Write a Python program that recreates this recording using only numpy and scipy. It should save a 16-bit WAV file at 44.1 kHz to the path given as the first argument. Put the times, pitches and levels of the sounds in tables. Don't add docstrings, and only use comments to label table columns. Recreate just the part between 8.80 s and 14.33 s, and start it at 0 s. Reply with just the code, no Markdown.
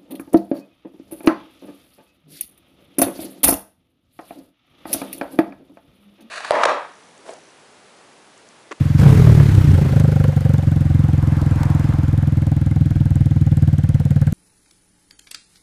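import sys
import numpy as np
from scipy import signal
from scipy.io import wavfile
from scipy.ndimage import uniform_filter1d

SR = 44100
rng = np.random.default_rng(int(sys.argv[2]) if len(sys.argv) > 2 else 0)


def store_pcm(level_fs):
    pcm = np.round(np.clip(level_fs, -1, 1) * 32767).astype(np.int16)
    wavfile.write(sys.argv[1], SR, np.atleast_2d(pcm).T)


def field_ratio(decibels):
    return 10 ** (np.asarray(decibels, dtype=float) / 20)


N = 243873
TIME = np.arange(N) / SR


def evened(x):
    return x / np.sqrt(np.mean(x ** 2) + 1e-20)


def curve(start, rise, hold, top_db, sag_db, end, release=.01):
    t = TIME - start
    sag = sag_db * np.maximum(t - rise - hold, 0)
    let_go = np.clip((end - start - t) / release + 1, 0, 1)
    return np.clip(t / rise, 0, 1) * field_ratio(top_db - sag) * let_go


def hiss(spectrum, patchy_db, size=512):
    hz = np.fft.rfftfreq(size, 1 / SR)
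    f, db = np.transpose(spectrum)
    a, b, patches = rng.standard_normal((N * 4 // size + 5, len(hz), 3)).T
    patches = uniform_filter1d(patches, size=6, axis=0)
    patches = evened(uniform_filter1d(patches, size=16, axis=1))
    colour = np.interp(np.log(hz + 1), np.log(f + 1), db, -90, -90)[:, None]
    z = (a + 1j * b) * field_ratio(colour + patchy_db * patches)
    return evened(signal.istft(z, nperseg=size, noverlap=size * 3 // 4)[1][:N])


def bursts(times, gains, rise_ms, decay_ms):
    train = np.zeros(N)
    train[np.clip(np.round(times * SR).astype(int), 0, N - 1)] = gains
    slow = np.exp(-1000 / SR / decay_ms)
    fast = slow * np.exp(-1000 / SR / rise_ms)
    return signal.lfilter([slow - fast], np.poly([slow, fast]), train)


def ring(x, hz, width):
    r = np.exp(-np.pi * width / SR)
    section = [1, 0, -1.018, 1, -2 * r * np.cos(2 * np.pi * hz / SR), r ** 2]
    return signal.sosfilt(2 * [section], x)


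def add(mix, times, waves):
    for start, wave in zip(np.round(times * SR).astype(int), waves):
        mix[start:start + len(wave)] += wave


def cycle(rate, wait):
    s, hz = np.transpose(rate)
    t = np.arange(round(s[0] * SR), min(round(s[-1] * SR), N)) / SR
    return t, np.cumsum(np.interp(t, s, hz)) / SR - wait


def controls(rate, wait, rows, odd):
    t, turns = cycle(rate, wait)
    at = np.interp(np.arange(int(turns[-1]) + 1), turns, t)
    when, *columns = np.transpose(rows)
    blow_db, aside, mouth_db = (np.interp(at, when, c) for c in columns)
    s, change_db = np.transpose(odd)
    nearest = abs(at[:, None] - s).argmin(0)
    odd_db = (nearest == np.arange(len(at))[:, None]) @ change_db
    return at, blow_db + odd_db, np.clip(aside, 0, 1), mouth_db + odd_db


# Hz, level in dB, t60 in s, arrival in ms, dB change when turned aside.
PIPE_MODES = [(90, .5, .07, 7.2, 0), (136, 7.5, .042, 0, 3), (200, -9, .05, -4.7, 5),
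              (292, -6, .045, -1.7, -9), (45, -24, .08, 0, 0), (153, -16, .13, 8.1, 6)]


def pipe_thump(at, blow_db, aside, detune):
    lead = 300
    out, span = np.zeros(N + 8000), np.arange(4000) / SR
    for f, db, t60, ms, turn_db in PIPE_MODES:
        pitch_luck, size_luck = rng.standard_normal((2, len(at), 1))
        w = np.maximum(span - lead / SR - ms / 1000, 0)
        pitch = f * (1 + detune * pitch_luck)
        size = field_ratio((blow_db + db + turn_db * aside)[:, None] + 1.2 * size_luck)
        swell = field_ratio(-60 * w / t60) * (1 - np.exp(-w / .009))
        add(out, at, -size * np.sin(2 * np.pi * pitch * w) * swell)
    silencer = signal.ellip(4, .3, 18, 335, fs=SR, output="sos")
    return signal.sosfiltfilt(silencer, out)[lead:lead + N]


# Hz, width in Hz, level in dB, delay in ms, decay in ms.
RASP_MODES = [(537, 103, -3.5, 6, 6.6), (737, 244, 1.5, 4, 9), (1482, 520, -5, 2, 12.5),
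              (2030, 190, -11.5, 2.5, 11.7), (3150, 1150, -10, -3, 6.8)]


def engine(firings, throat, jet, uneven_db, detune):
    at, blow_db, aside, mouth_db = firings
    slower = np.log2(np.gradient(at) / .047)
    rasp_db = -36 + .25 * mouth_db + 4.5 * slower
    spit_db = -36 + .45 * mouth_db + 16 * slower
    blow_db = blow_db + uneven_db * rng.standard_normal(len(at))
    out = pipe_thump(at, blow_db, aside, detune)
    rasp_luck = rng.standard_normal((len(RASP_MODES), len(at)))
    for gas, luck, (_, _, db, ms, decay) in zip(throat, rasp_luck, RASP_MODES):
        gains = field_ratio(rasp_db + db + 1.5 * luck)
        out = out + bursts(at + (ms - 1.5) / 1000, gains, .83, decay) * gas
    spit = bursts(at - .0006, field_ratio(spit_db + 2.2 * rng.standard_normal(len(at))), .6, 1.5)
    slap = bursts(at + .0067, field_ratio(spit_db - 10 + 4 * rasp_luck[-1]), .96, 1.6)
    return out + (spit + slap) * jet


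# time in seconds, firings a second.
FRONT_SPEED = [
    (0, 21.67),
    (0.13, 20.9),
    (0.2, 25.62),
    (0.3, 35.63),
    (0.45, 30.44),
    (0.65, 26.82),
    (0.9, 23.55),
    (1.21, 21.34),
]
# time in seconds, blow in dB, pipe turned aside 0-1,
# pipe mouth facing the microphone in dB.
FRONT_EXHAUST = [
    (0, 0, .3, 0),
    (.12, -1, .4, -6),
    (.2, 4.5, .5, 6),
    (.35, 1.5, .7, -8),
    (.55, -4, .4, -22),
    (.9, -3, .3, -22),
    (1.1, -4, .2, -10),
    (1.2, -19, .3, -20),
]
# time in seconds, change in dB.
FRONT_ODD_FIRINGS = [(.148, 2), (.474, -3), (.578, 3), (.65, -5), (.765, -6), (.805, -10), (.888, 5), (.93, 7),
                     (.974, -3), (1.017, 6), (1.062, -2)]


def front_engine(throat, jet):
    firings = controls(FRONT_SPEED, .172, FRONT_EXHAUST, FRONT_ODD_FIRINGS)
    return engine(firings, throat, jet, uneven_db=.8, detune=.018)


# Hz, dB per Hz.
LANE_COLOUR = [(250, -40.5), (420, -20.5), (535, 0.5), (603, -3.5), (792, -9), (893, -11.5), (1190, -11),
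               (1630, -8), (2570, -13.5), (11100, -28.5), (15500, -45)]


def lane():
    return field_ratio(-48) * hiss(LANE_COLOUR, patchy_db=.7)


# Hz, dB per Hz.
WIND_COLOUR = [(15, -10), (30, 0), (60, -2), (120, -8), (300, -22), (500, -60)]


def wind():
    return field_ratio(-34) * hiss(WIND_COLOUR, patchy_db=2.5, size=2048)


# Hz, dB per Hz.
ROAR_COLOUR = [(280, -37.5), (480, -3), (571, -11.5), (690, -15), (951, -11.5), (1230, -13.5),
               (1970, -14.5), (2340, -18.5), (13200, -33.5), (15500, -36)]
# start, rise and hold in seconds,
# top in dB, sag in dB a second, end in seconds.
IDLE_SWELL = (-1, .1, 2, -41.5, 0, .2)
BLIP_SWELL = (.175, .03, .17, -31, 9.5, 1.2)
REAR_SWELL = (1.19, .01, .1, -41.5, 9, 2.6)


def roar():
    level = curve(*IDLE_SWELL) + curve(*BLIP_SWELL) + curve(*REAR_SWELL, release=.6)
    pulse = 1 + .22 * np.cos(2 * np.pi * rear_turns())
    return level * hiss(ROAR_COLOUR, patchy_db=1.2) * pulse


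# Hz, dB per Hz.
CAR_COLOUR = [(240, -15), (400, -3), (600, -1.5), (832, 1.5), (1270, -2.5), (1700, -5.5), (2950, -18),
              (9830, -29), (15300, -38)]


def car():
    along = (TIME - 2.9) / .5
    distance = np.sqrt(1 + along ** 2)
    falloff = distance ** np.where(along > 0, 2.8, 1.6)
    return field_ratio(-36) / falloff * hiss(CAR_COLOUR, patchy_db=1.8)


# time in seconds, firings a second.
REAR_SPEED = [(0.2, 47.91), (0.4, 41.17), (0.85, 30.06), (1.15, 26.02), (1.75, 22.59), (2.0, 21.77),
              (2.75, 20.86), (3.0, 21.32), (3.25, 20.8), (4.1, 20.37), (4.7, 19.02), (5.12, 18.45),
              (5.3, 18.6), (5.53, 18.32)]
REAR_WAIT = .649


def rear_turns():
    t, turns = cycle(REAR_SPEED, REAR_WAIT)
    return np.interp(TIME, t, turns) - .2


# multiple of the firing rate, level in dB.
ORDERS = [(1, -9), (2, -3), (3, 1.5), (4, -2), (5, -14), (6, -22), (7, -13), (8, -17.5), (9, -22.5),
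          (10, -13), (11, -24)]
# start, rise and hold in seconds, top in dB, sag in dB a second, end in seconds.
ORDER_SWELL = (.19, .02, .15, -11, 10, .9)


def overrun():
    turns = rear_turns()
    luck = np.interp(turns + .5, np.arange(200), rng.standard_normal(200))
    orders = sum(field_ratio(db) * np.cos(2 * np.pi * k * turns) for k, db in ORDERS)
    return curve(*ORDER_SWELL, release=.15) * field_ratio(3.5 * luck) * evened(orders)


# time in seconds,
# tick in dB, bang in dB.
CRACKS = [(.198, -26.5, -29), (.232, -45, -20), (0.263, -45, -18), (.291, -28, -20), (0.326, -44, -18),
          (.446, -41, -30), (0.599, -50, -17), (0.75, -26.5, -43), (0.843, -30, -42), (1.198, -23.5, -25),
          (1.440, -40, -19), (1.740, -40, -26), (2.615, -29.5, -38), (2.832, -23, -22), (3.124, -39, -29.5),
          (4.888, -42, -50), (4.937, -38, -36)]


def band_noise(order, low_hz, high_hz):
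    band = signal.butter(order, [low_hz, high_hz], "band", fs=SR, output="sos")
    return evened(signal.sosfilt(band, rng.standard_normal(N)))


def pops():
    s, tick_db, bang_db = np.transpose(CRACKS)
    tick = bursts(s, field_ratio(tick_db - 4.5), .18, 2.1) * band_noise(1, 1200, 8000)
    bang = bursts(s, field_ratio(bang_db), 1.1, 4) * band_noise(2, 400, 1600)
    return tick + bang


# time in seconds, blow in dB, pipe turned aside 0-1,
# pipe mouth facing the microphone in dB.
REAR_EXHAUST = [(.2, -16, .4, 13), (.42, -20, .35, -4), (.5, -1, .28, -14), (.8, -2.5, .3, -12),
                (.95, -1, .35, 10), (1.2, 1, .5, 12), (1.4, -.5, .7, 13), (1.5, 0, .9, 11),
                (1.75, .5, .55, 9), (1.9, .5, .2, 3), (2.1, 1.5, .3, 1.5), (2.9, 0, 0, 0),
                (3.8, .3, .13, -2), (4.7, 1, .35, -2), (5.0, 1, .5, 0), (5.25, -1, 1, 3),
                (5.53, -2.5, 1, 4)]
# time in seconds, change in dB.
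REAR_ODD_FIRINGS = [(.599, 3), (.627, -3), (.655, -3), (.714, -5), (.744, 2), (.807, -8), (.907, -5),
                    (1.011, -3), (1.047, -4), (1.084, -5), (1.16, 1), (1.521, -8), (1.606, -5), (1.829, -4.5)]


def rear_firings():
    return controls(REAR_SPEED, REAR_WAIT, REAR_EXHAUST, REAR_ODD_FIRINGS)


def rear_engine(throat, jet):
    return engine(rear_firings(), throat, jet, uneven_db=.6, detune=.024)


# Hz, level in dB, t60 in s, arrival in ms, slide as a share.
CAN_MODES = [(532, -2, 0.054, 6.26, 0.073), (629, -4.5, .04, 3.03, 0.23), (799, -10, 0.052, 1.87, 0.14),
             (1618, -19, 0.03, 1.977, 0.02), (1405, -16.5, 0.042, 3.03, .03)]


def can():
    at, *_, mouth_db = rear_firings()
    out, w = np.zeros(N + 8000), np.arange(3000) / SR
    for hz, db, t60, ms, slide in CAN_MODES:
        size_luck, pitch_luck = rng.standard_normal((2, len(at), 1))
        swept = w - slide * .0089 * (1 - np.exp(-w / .0036))
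        size = field_ratio(-24.5 + mouth_db[:, None] + db + 1.5 * size_luck)
        pitch = hz * (1 + .015 * pitch_luck)
        swell = field_ratio(-60 * w / t60) * (1 - np.exp(-w / .004))
        add(out, at + ms / 1000, size * np.sin(2 * np.pi * pitch * swept) * swell)
    return out[:N]


# start, rise and hold in seconds, top in dB, sag in dB a second, end in seconds.
AIRBOX_SWELL = (.2, .02, .12, -22.5, 7, 1.4)


def airbox():
    at = rear_firings()[0]
    out, w = np.zeros(N + 8000), np.arange(3000) / SR
    pitch = 410 * (.03 / np.gradient(at)[:, None]) ** .3
    size = field_ratio(3.5 * rng.standard_normal((len(at), 1)))
    swell = field_ratio(6 - 60 * w / .055) * (1 - np.exp(-w / .004))
    add(out, at, size * np.sin(2 * np.pi * pitch * w) * swell)
    return curve(*AIRBOX_SWELL, release=.15) * out[:N]


# Hz, dB per Hz.
JET_COLOUR = [(2500, -40), (4000, -1.5), (5500, -6), (7000, 1), (9000, -3.5), (12000, -3.5), (15500, -10)]


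def scene():
    gas = rng.standard_normal(N)
    jet = hiss(JET_COLOUR, patchy_db=1.6, size=256)
    throat = [evened(ring(gas, hz, width)) for hz, width, *_ in RASP_MODES]
    machine = front_engine(throat, jet) + roar() + overrun() + rear_engine(throat, jet) + can() + airbox()
    return (machine + pops() + lane() + wind() + car())[None]


def low_pass(x):
    return signal.sosfilt(signal.butter(12, 15740, fs=SR, output="sos"), x)


def record(dry):
    cut = signal.sosfilt(signal.butter(1, 18, "high", fs=SR, output="sos"), dry)
    edge = signal.firwin(255, 15450, window=("kaiser", 8), fs=SR)
    dulled = signal.oaconvolve(np.clip(cut, -1, 1), edge[None], "same")
    faded = dulled * np.clip((N - np.arange(N)) / 40, 0, 1)
    return low_pass(faded)


dry = scene()
out = record(dry)
store_pcm(out)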